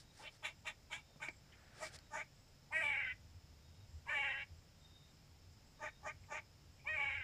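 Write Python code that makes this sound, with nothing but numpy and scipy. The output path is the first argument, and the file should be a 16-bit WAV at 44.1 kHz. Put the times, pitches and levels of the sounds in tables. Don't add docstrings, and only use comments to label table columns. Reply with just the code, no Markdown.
import sys
import numpy as np
from scipy import signal
from scipy.fft import rfft, irfft
from scipy.io import wavfile
from scipy.ndimage import uniform_filter1d

SR = 44100
rng = np.random.default_rng(int(sys.argv[2]) if len(sys.argv) > 2 else 0)


def file_out(sig):
    cols = np.atleast_2d(sig).T
    lim = np.clip(cols, -1, 1)
    pcm = np.round(lim * 32767).astype(np.int16)
    wavfile.write(sys.argv[1], SR, pcm)


def makeup_ratio(level_db):
    decades = np.asarray(level_db, float) / 20
    return 10 ** decades


N = 318843

# f/Hz, width/Hz, level/dB
THROAT_MODES = [(300, 150, -28.5), (599, 104, -11), (850, 53, 3.5)]
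# f/Hz, width/Hz, level/dB
MOUTH_MODES = [(1724, 143, -7.5), (1867, 136, -7.5), (2290, 87, 3), (2527, 93, -9.5)]
# f/Hz, width/Hz, level/dB
LIP_MODES = [(2733, 110, 11.5), (3060, 148, 1.5)]
# t/s, cheek level/dB, upper lips level/dB, nose f/Hz, upper nose level/dB
HEAD_TURNS = [(.3, -21, 4.5, 7100, -11), (1.3, -3, 4, 7200, -17), (1.85, -13, -3, 7550, -15),
              (2.2, -6, 9, 6650, -23), (2.8, -18.5, -13.5, 8020, -9), (4.3, -18, -12, 7100, -14),
              (5.8, -10, 4, 6700, -23), (6.4, -7, -1, 6800, -29), (6.9, -15.5, -9.5, 7360, -13.5)]
# end of the rise t/s, hold/s, mouth level/dB, change over the hold/dB, pulse rate f/Hz
BARKS = [
    (0.228, 0.052, -66.5, 13.5, 292.6),
    (0.452, 0.046, -41, -14, 316.5),
    (0.674, 0.023, -42, -7, 312.2),
    (.929, 0.062, -43, -17, 321.6),
    (1.228, 0.064, -44, -12, 312.8),
    (1.831, 0.038, -49, -4, 310.3),
    (2.144, 0.073, -49.5, 4.5, 303.7),
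    (5.829, 0.055, -50, 4, 300),
    (6.069, 0.037, -48, 1, 302),
    (6.323, 0.064, -49, 3, 307.5),
]
# t/s, starts shut/0-1, mouth f/Hz, lips level/dB, nose hiss level/dB
JAW = [
    (.23, 0.89, 2040, 1, -20),
    (.45, 0, 2160, -2.5, -16),
    (.93, .05, 2280, -4, -13.5),
    (1.22, .1, 2360, -12.5, -17),
    (1.83, 0.97, 2070, -13, -4),
    (2.15, .95, 1650, -18, -8),
    (5.83, 0.91, 1830, -18, -13.5),
    (6.07, .9, 1810, -21, -11),
    (6.33, 0.84, 1780, -13.5, -11),
]
BARK_THROAT_DB = (11.5, -11.5, 5.5, -8.5, -2.5)
# t/s, mouth level/dB, mouth f/Hz
QUACK_EFFORT = [
    [(2.7, -110, 2060), (2.726, -43.5, 2040), (2.766, -35.5, 2210), (2.798, -39, 2020),
     (2.852, -37.5, 2290), (2.982, -40, 2190), (3.124, -45, 2000), (3.145, -78, 1970)],
    [(4.055, -75.5, 2210), (4.095, -40, 1910), (4.133, -39.5, 1780), (4.203, -39.5, 2300),
     (4.283, -41, 2000), (4.375, -47, 2020), (4.431, -47.5, 2170), (4.455, -75, 1970)],
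    [(6.84, -84, 2290), (6.876, -39, 2170), (6.92, -42.5, 2170), (7.024, -39, 2290), (7.086, -41, 2330),
     (7.156, -43.5, 2130), (7.26, -49, 1950)],
]
# t/s, f/Hz
QUACK_PITCH = [
    [(2.7, 291.5), (2.752, 319), (2.8, 321), (2.84, 291.8), (2.9, 284.6), (2.965, 262.1), (2.984, 276.2),
     (3.098, 251), (3.145, 260.5)],
    [(4.055, 230), (4.08, 278.3), (4.117, 308), (4.171, 279.7), (4.22, 277.4), (4.362, 264.1),
     (4.384, 275.5), (4.438, 284.4), (4.455, 256.9)],
    [(6.84, 212.6), (6.858, 267.8), (6.896, 315.4), (6.96, 308.4), (6.99, 276.4), (7.03, 284),
     (7.126, 266.6), (7.148, 275.2), (7.23, 256.4)],
]
# break t/s, odd multiples strengthen t/s, their strength before/0-1, roughness
VOICE_BREAKS = [
    (2.81, 2.7, .8, .11, .45),
    (4.14, 4.108, .2, .2, .3),
    (6.975, 6.932, .1, .08, .48),
]
# lips before the break/dB, lips after/dB, nose at the break/dB,
# nose fade/dB/s, throat fade/dB/s
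QUACK_COLOUR = [
    (-22, -14, -25.5, -98, -67),
    (-14, -7, -28.5, -35, -24),
    (-19, -12.5, -33, -25, -61),
]
# t/s, level/dB, from f/Hz, to f/Hz, length/s
CLUCKS = [
    (.19, -59, 850, 890, 0.037),
    (2.702, -54, 850, 970, 0.054),
    (4.054, -53.5, 845, 1160, 0.087),
    (5.787, -67, 855, 900, 0.029),
    (6.026, -60, 810, 890, 0.043),
    (6.837, -60.5, 840, 1120, 0.091),
]
# t/s, peak level/dB, f/Hz, width/Hz, time to fade 60 dB/s
TICKS = [(.363, -75, 890, 1500, 0.018), (1.104, -57.5, 530, 150, 0.041), (1.156, -59, 400, 400, 0.059),
         (1.285, -46.5, 350, 500, 0.031), (1.283, -35.5, 2270, 250, 0.04),
         (1.288, -44.5, 4380, 3000, 0.0088), (1.52, -58.5, 3100, 300, 0.096), (1.524, -57, 2090, 700, 0.17),
         (1.988, -45, 4800, 3000, .01), (6.233, -64, 2320, 600, 0.13), (6.79, -62, 2380, 300, 0.2)]
# start t/s, hardest t/s, end t/s, level/dB, bright share/dB
SCRAPES = [
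    (-.1, -0.007, 0.046, -72, 8.5),
    (0.114, 0.208, 0.27, -69, 3.5),
    (0.194, 0.25, 0.29, -62.5, -12),
    (.28, 0.353, 0.39, -73.5, 3),
    (1.352, 1.62, 2.2, -70.5, -22),
    (1.723, 1.79, 1.87, -66.5, -2),
    (1.797, 1.87, 1.902, -62, 6),
    (1.914, 1.963, 1.97, -71, 14.5),
    (1.857, 1.947, 2.02, -68, -25),
]
# f/Hz, level per Hz/dB
SCRAPE_BRIGHT = [(1760, -53), (3000, 7), (3510, 9), (5200, 15), (6350, 6.5), (7230, 8), (8890, 7),
                 (12300, -11), (15500, -12)]
# start t/s, length/s, level/dB, f/Hz
NEAR_CRICKET = [
    (0, .2, -80, 3800),
    (.98, .22, -79, 3650),
    (2.0, .12, -82, 3800),
    (3.58, .34, -80, 3740),
    (4.77, .38, -72, 3700),
    (5.72, .32, -77, 3720),
]
# start t/s, length/s, level/dB, f/Hz
HIGH_CRICKET = [(.05, .3, -93, 7550), (.55, .1, -82, 7550), (1.0, 0.23, -108, 7400),
                (1.26, 0.16, -77.5, 7550), (1.55, .2, -85, 7700), (2.0, .1, -88, 7550),
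                (2.3, 0.25, -84, 7700), (3.25, 0.17, -91, 7650), (3.85, 0.18, -82, 7530),
                (4.55, .12, -84, 7630), (4.77, .11, -84, 7550), (5.06, .13, -84, 7600),
                (5.23, 0.11, -89, 7700), (5.49, 0.089, -86, 7550), (5.63, .13, -82, 7700),
                (6.18, 0.13, -82, 7600), (6.7, 0.12, -85, 7650)]
# f/Hz, width/Hz, level/dB
LAWN_CHORUS = [(5167, 660, -77.5), (7090, 660, -85)]
# nearest t/s, level/dB, approach/dB/s, leaving/dB/s
PASSES = [(.05, -72, 5, 5), (1.01, -63, 20, 70), (1.3, -67.5, 60, 14), (1.61, -62, 76, 50),
          (1.99, -62.5, 74, 150), (3.22, -57, 18, 5), (3.96, -53, 25, 61), (4.53, -50.5, 302, 120),
          (4.83, -60, 57, 174), (5.46, -60, 39, 34), (6.22, -56, 18, 70), (7.23, -54.5, 12.5, 25)]
# f/Hz, level per Hz/dB
RUMBLE = [(8.8, -33), (15, -8), (81, -3.5), (138, -8), (193, -22), (260, -18.5), (340, -34.5), (570, -120)]
# f/Hz, level per Hz/dB
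AIR = [(88, -14), (150, -2.5), (189, -11.5), (290, -15), (346, -18), (607, -18.5), (722, -20.5), (894, -19),
       (1020, -24), (2920, -25), (3550, -26.5), (5130, -26), (7710, -31.5), (9360, -39.5), (15500, -37.5)]


def squirrel():
    voice = np.zeros(N)
    for row in BARKS:
        add(voice, *bark(*row))
    for rows in zip(QUACK_EFFORT, QUACK_PITCH, VOICE_BREAKS, QUACK_COLOUR):
        add(voice, *quack(*rows))
    for row in CLUCKS:
        add(voice, *cluck(*row))
    return voice


def bark(top, hold, top_db, change_db, hz):
    rise_open_s, rise_shut_s = 0.03, 0.044
    release_open_s, release_shut_s = 0.031, 0.02
    rise_db, release_db = -32.5, -17
    sag_at, sag_done = 0.44, 0.52
    hiss_start_db, hiss_top_db, hiss_fade_db = 7.5, 5, -13.5
    open_mouth_hz = 2240
    climb = 0.0325

    shut, mouth_hz, lips_db, nose_db = columns(JAW, top)
    start = top - rise_open_s - shut * (rise_shut_s - rise_open_s)
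    release = release_open_s + shut * (release_shut_s - release_open_s)
    s = np.array([start, top, top + sag_at * hold, top + hold, top + hold + release])
    level = top_db + np.array([rise_db, 0, sag_done * change_db, change_db, change_db + release_db])

    first, opened, closed, held, last = BARK_THROAT_DB
    loudest = opened + shut * (closed - opened)
    throat = [first, loudest, (loudest + held) / 2, held, last + shut * (held - last)]
    fade = hiss_fade_db * shut
    nose = nose_db + np.array([hiss_start_db, 0, hiss_top_db + 0.69 * fade, fade, fade])
    mouth = [mouth_hz - 150 * shut, mouth_hz, (mouth_hz + open_mouth_hz) / 2, open_mouth_hz, open_mouth_hz]
    pitch = hz * (1 + climb * ((s - start) / (s[-1] - start) - 0.5))

    one = np.ones(len(s))
    throat_hz = (890 - 159 * shut) * one
    rough = (0.5 - 0.092 * shut) * one
    pairs = 0.75 * one
    return call(np.transpose([s, level, throat, lips_db * one, nose, throat_hz, mouth, pitch, rough, pairs]))


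def quack(effort, pitch, fold_break, colour):
    scoop_s, scoop_hz, settle_s = 0.034, 1036, 0.034
    at, odd_s, pairs, clean, cracked = fold_break
    lips_db, late_lips_db, nose_db, nose_fade, throat_fade = colour
    start, end = effort[0][0], effort[-1][0]
    s = np.append(np.arange(start, end, 1 / 200), end)
    level, mouth = columns(effort, s)
    hz = columns(pitch, s)[0]
    opened, settled = start + scoop_s, at + settle_s
    broken = np.clip((s - at) / 0.023, 0, 1)
    late = np.maximum(s - settled, 0)

    rough_times = [start, opened + 0.015, at - 0.018, at, settled, end]
    rough = np.interp(s, rough_times, [0.35, clean, clean, cracked, 0.21, 0.45])
    odd_before = np.interp(s, [odd_s - 0.008, odd_s + 0.008], [pairs, max(pairs, 0.7)])
    odd_share = np.where(s < at, odd_before, 0.55)

    scoop = np.clip((opened + settle_s - s) / settle_s, 0, 1)
    throat_hz = scoop * scoop_hz + (1 - scoop) * (2 + broken) * hz
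    corners = [start, opened, at, settled]
    throat = np.interp(s, corners, [15, -17.5, -13.5, -10]) + throat_fade * late
    lips = np.interp(s, corners, [-8, lips_db + 1, lips_db, late_lips_db]) + 11.5 * late
    nose = np.interp(s, corners[:3], [-7, nose_db - 1.5, nose_db]) + nose_fade * late
    return call(np.transpose([s, level, throat, lips, nose, throat_hz, mouth, hz, rough, odd_share]))


def cluck(s, db, from_hz, to_hz, length):
    t = np.arange(0, length, 1 / SR)
    glide = np.linspace(from_hz, to_hz, len(t))
    note = evened(resonate(rng.standard_normal(len(t)), glide, 150))
    return s, makeup_ratio(db) * steadied(note, size=300) * signal.windows.tukey(len(t), 0.6)


def call(rows):
    t = np.arange(rows[0][0], rows[-1][0] + 0.015, 1 / SR)
    mouth_db, throat_db, lips_db, nose_db, throat_hz, mouth_hz, hz, rough, odd = columns(rows, t)
    mouth_db = uniform_filter1d(mouth_db, size=round(0.011 * SR), mode="nearest")
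    cheek_db, top_db, nose_hz, upper_db = (c[0] for c in columns(HEAD_TURNS, t))

    turns = np.cumsum(hz * (1 + 0.09 * rough * wander(len(t), 70))) / SR
    folds, puffs = fold_pulses(turns, rough, odd), air_puffs(turns)
    drive = np.sqrt(1 - rough ** 2) * evened(folds) + 1.3 * rough * evened(puffs)

    throat_modes = THROAT_MODES + [(1220, 220, 0.63 * cheek_db), (throat_hz, 170, 0)]
    throat = steadied(cavities(drive, throat_modes))
    throat = throat + makeup_ratio(-15.5) * cavities(puffs, [(400, 470, 0)])

    opened = [(f, w, db - 0.009 * np.maximum(f - mouth_hz, 0)) for f, w, db in MOUTH_MODES]
    mouth = steadied(cavities(drive, opened + [(mouth_hz, 260, -1), (1480, 250, cheek_db)]))
    lips = steadied(cavities(drive, LIP_MODES + [(3533, 430, top_db)]))
    nose = cavities(puffs, [(5300, 1200, -9), (nose_hz, 1000, 0), (10000, 2500, upper_db)])
    upper = makeup_ratio(np.minimum(lips_db, 2)) * lips + makeup_ratio(nose_db) * nose

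    fade_in = np.clip((t - t[0]) / 0.0067, 0, 1)
    fade_out = np.clip((rows[-1][0] - t) / 0.0083, 0, 1)
    return t[0], fade_in * fade_out * makeup_ratio(mouth_db) * (mouth + makeup_ratio(throat_db) * throat + upper)


def fold_pulses(turns, rough, odd):
    size, folds = len(turns), 0
    for k in range(15):
        strength = makeup_ratio(5.5 * np.sqrt(rough) * wander(size, 22))
        slip = rng.uniform(0, 1.5) + 1.5 * rough * wander(size, 25)
        share = 1 if k % 2 else odd
        folds = folds + share * strength * np.cos(2 * np.pi * (k + 1) * turns + slip)
    return folds * makeup_ratio(4 * rough * wander(size, 150))


def air_puffs(turns):
    return (0.5 + np.exp(-(turns % 1) / 0.5)) * rng.standard_normal(len(turns))


def ticks():
    out, t = np.zeros(N), np.arange(5000) / SR
    for s, db, hz, width, t60 in TICKS:
        ring = resonate(rng.standard_normal(len(t)), hz, width)
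        snap = ring * makeup_ratio(-60 * t / t60) * np.minimum(t / t60 * 20, 1)
        add(out, s, makeup_ratio(db) * snap / abs(snap).max())
    return out


def ledge(x, wet_db=-13, t60=0.15):
    t = np.arange(4000) / SR
    signs = rng.choice([-1., 1.], len(t))
    sparse = rng.random(len(t)) < 0.05
    taps = signs * sparse * makeup_ratio(-60 * t / t60) * (t > 0.002)
    return x + makeup_ratio(wet_db) * signal.oaconvolve(x, taps / np.linalg.norm(taps))[:N]


def scrapes():
    grain = makeup_ratio(0.97 * wander(N, 150))
    dull = cavities(rng.standard_normal(N), [(1460, 940, 9), (2330, 2800, -8), (700, 510, 7)])
    bright = coloured(SCRAPE_BRIGHT)
    out, t = np.zeros(N), np.arange(N) / SR
    for start, hardest, end, level_db, bright_db in SCRAPES:
        before = (hardest - t) / (hardest - start)
        after = (t - hardest) / (end - hardest)
        away = np.where(t < hardest, before, after)
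        out += grain * makeup_ratio(level_db - 20 * away ** 2) * (dull + makeup_ratio(bright_db) * bright)
    return out


def crickets():
    near = chirps(NEAR_CRICKET, 110, trill_hz=12.0, depth=0.21)
    high = chirps(HIGH_CRICKET, 300, trill_hz=31.4, depth=0.15)
    chorus = sum(makeup_ratio(db) * evened(resonate(rng.standard_normal(N), hz, w)) for hz, w, db in LAWN_CHORUS)
    return near + high + chorus * makeup_ratio(0.34 * wander(N, 15))


def chirps(table, width, trill_hz, depth):
    out = np.zeros(N)
    for s, length, db, hz in table:
        t = np.arange(0, length, 1 / SR)
        trill = 1 + depth * np.cos(2 * np.pi * trill_hz * (t - length / 2))
        whistle = evened(resonate(rng.standard_normal(len(t)), hz, width))
        add(out, s, makeup_ratio(db) * whistle * trill * signal.windows.tukey(len(t), 0.5))
    return out


def traffic():
    t = np.arange(N) / SR
    drone = evened(resonate(rng.standard_normal(N), 82.2, 33))
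    swells = [db - np.where(t < s, near * (s - t), far * (t - s)) for s, db, near, far in PASSES]
    drone_db = np.max(swells, axis=0)
    return makeup_ratio(-68.5) * coloured(RUMBLE) + makeup_ratio(drone_db - 4.5) * drone


def open_air():
    return makeup_ratio(-68.5) * coloured(AIR) * makeup_ratio(0.21 * wander(N, 19))


def evened(x):
    return x / np.sqrt(np.mean(x ** 2) + 1e-20)


def steadied(x, size=900):
    return x / np.sqrt(abs(uniform_filter1d(x ** 2, size=size)) + 0.019)


def columns(rows, t):
    s, *rest = np.transpose(rows)
    return [np.interp(t, s, c) for c in rest]


def add(mix, s, sound):
    part = mix[round(s * SR):][:len(sound)]
    part += sound[:len(part)]


def resonate(x, hz, width):
    turn = np.exp(2j * np.pi * np.cumsum(hz * np.ones(len(x))) / SR)
    r = np.exp(-np.pi * width / SR)
    return 2 * (turn * signal.lfilter([(1 - r) ** 2], [1, -2 * r, r * r], x / turn)).real


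def cavities(x, modes):
    total = 0
    for k, (hz, width, db) in enumerate(modes):
        total = total + (-1) ** k * makeup_ratio(db) * resonate(x, hz, 1.3 * width)
    return evened(total)


def wander(size, hz):
    smooth = signal.butter(2, hz, fs=SR)
    return evened(signal.lfilter(*smooth, rng.standard_normal(size + 2000))[2000:])


def coloured(points):
    f, db = np.transpose(points)
    hz = np.fft.rfftfreq(N, 1 / SR)
    gain = makeup_ratio(np.interp(np.log(hz + 1), np.log(f), db, left=-90, right=-90))
    return evened(irfft(rfft(rng.standard_normal(N)) * gain, N))


def scene():
    near = ledge(squirrel() + ticks())
    return (near + scrapes() + crickets() + traffic() + open_air())[None]


def low_pass(x):
    return signal.sosfilt(signal.butter(12, 15660, fs=SR, output="sos"), x)


def record(dry):
    return low_pass(dry)


dry = scene()
out = record(dry)
file_out(out)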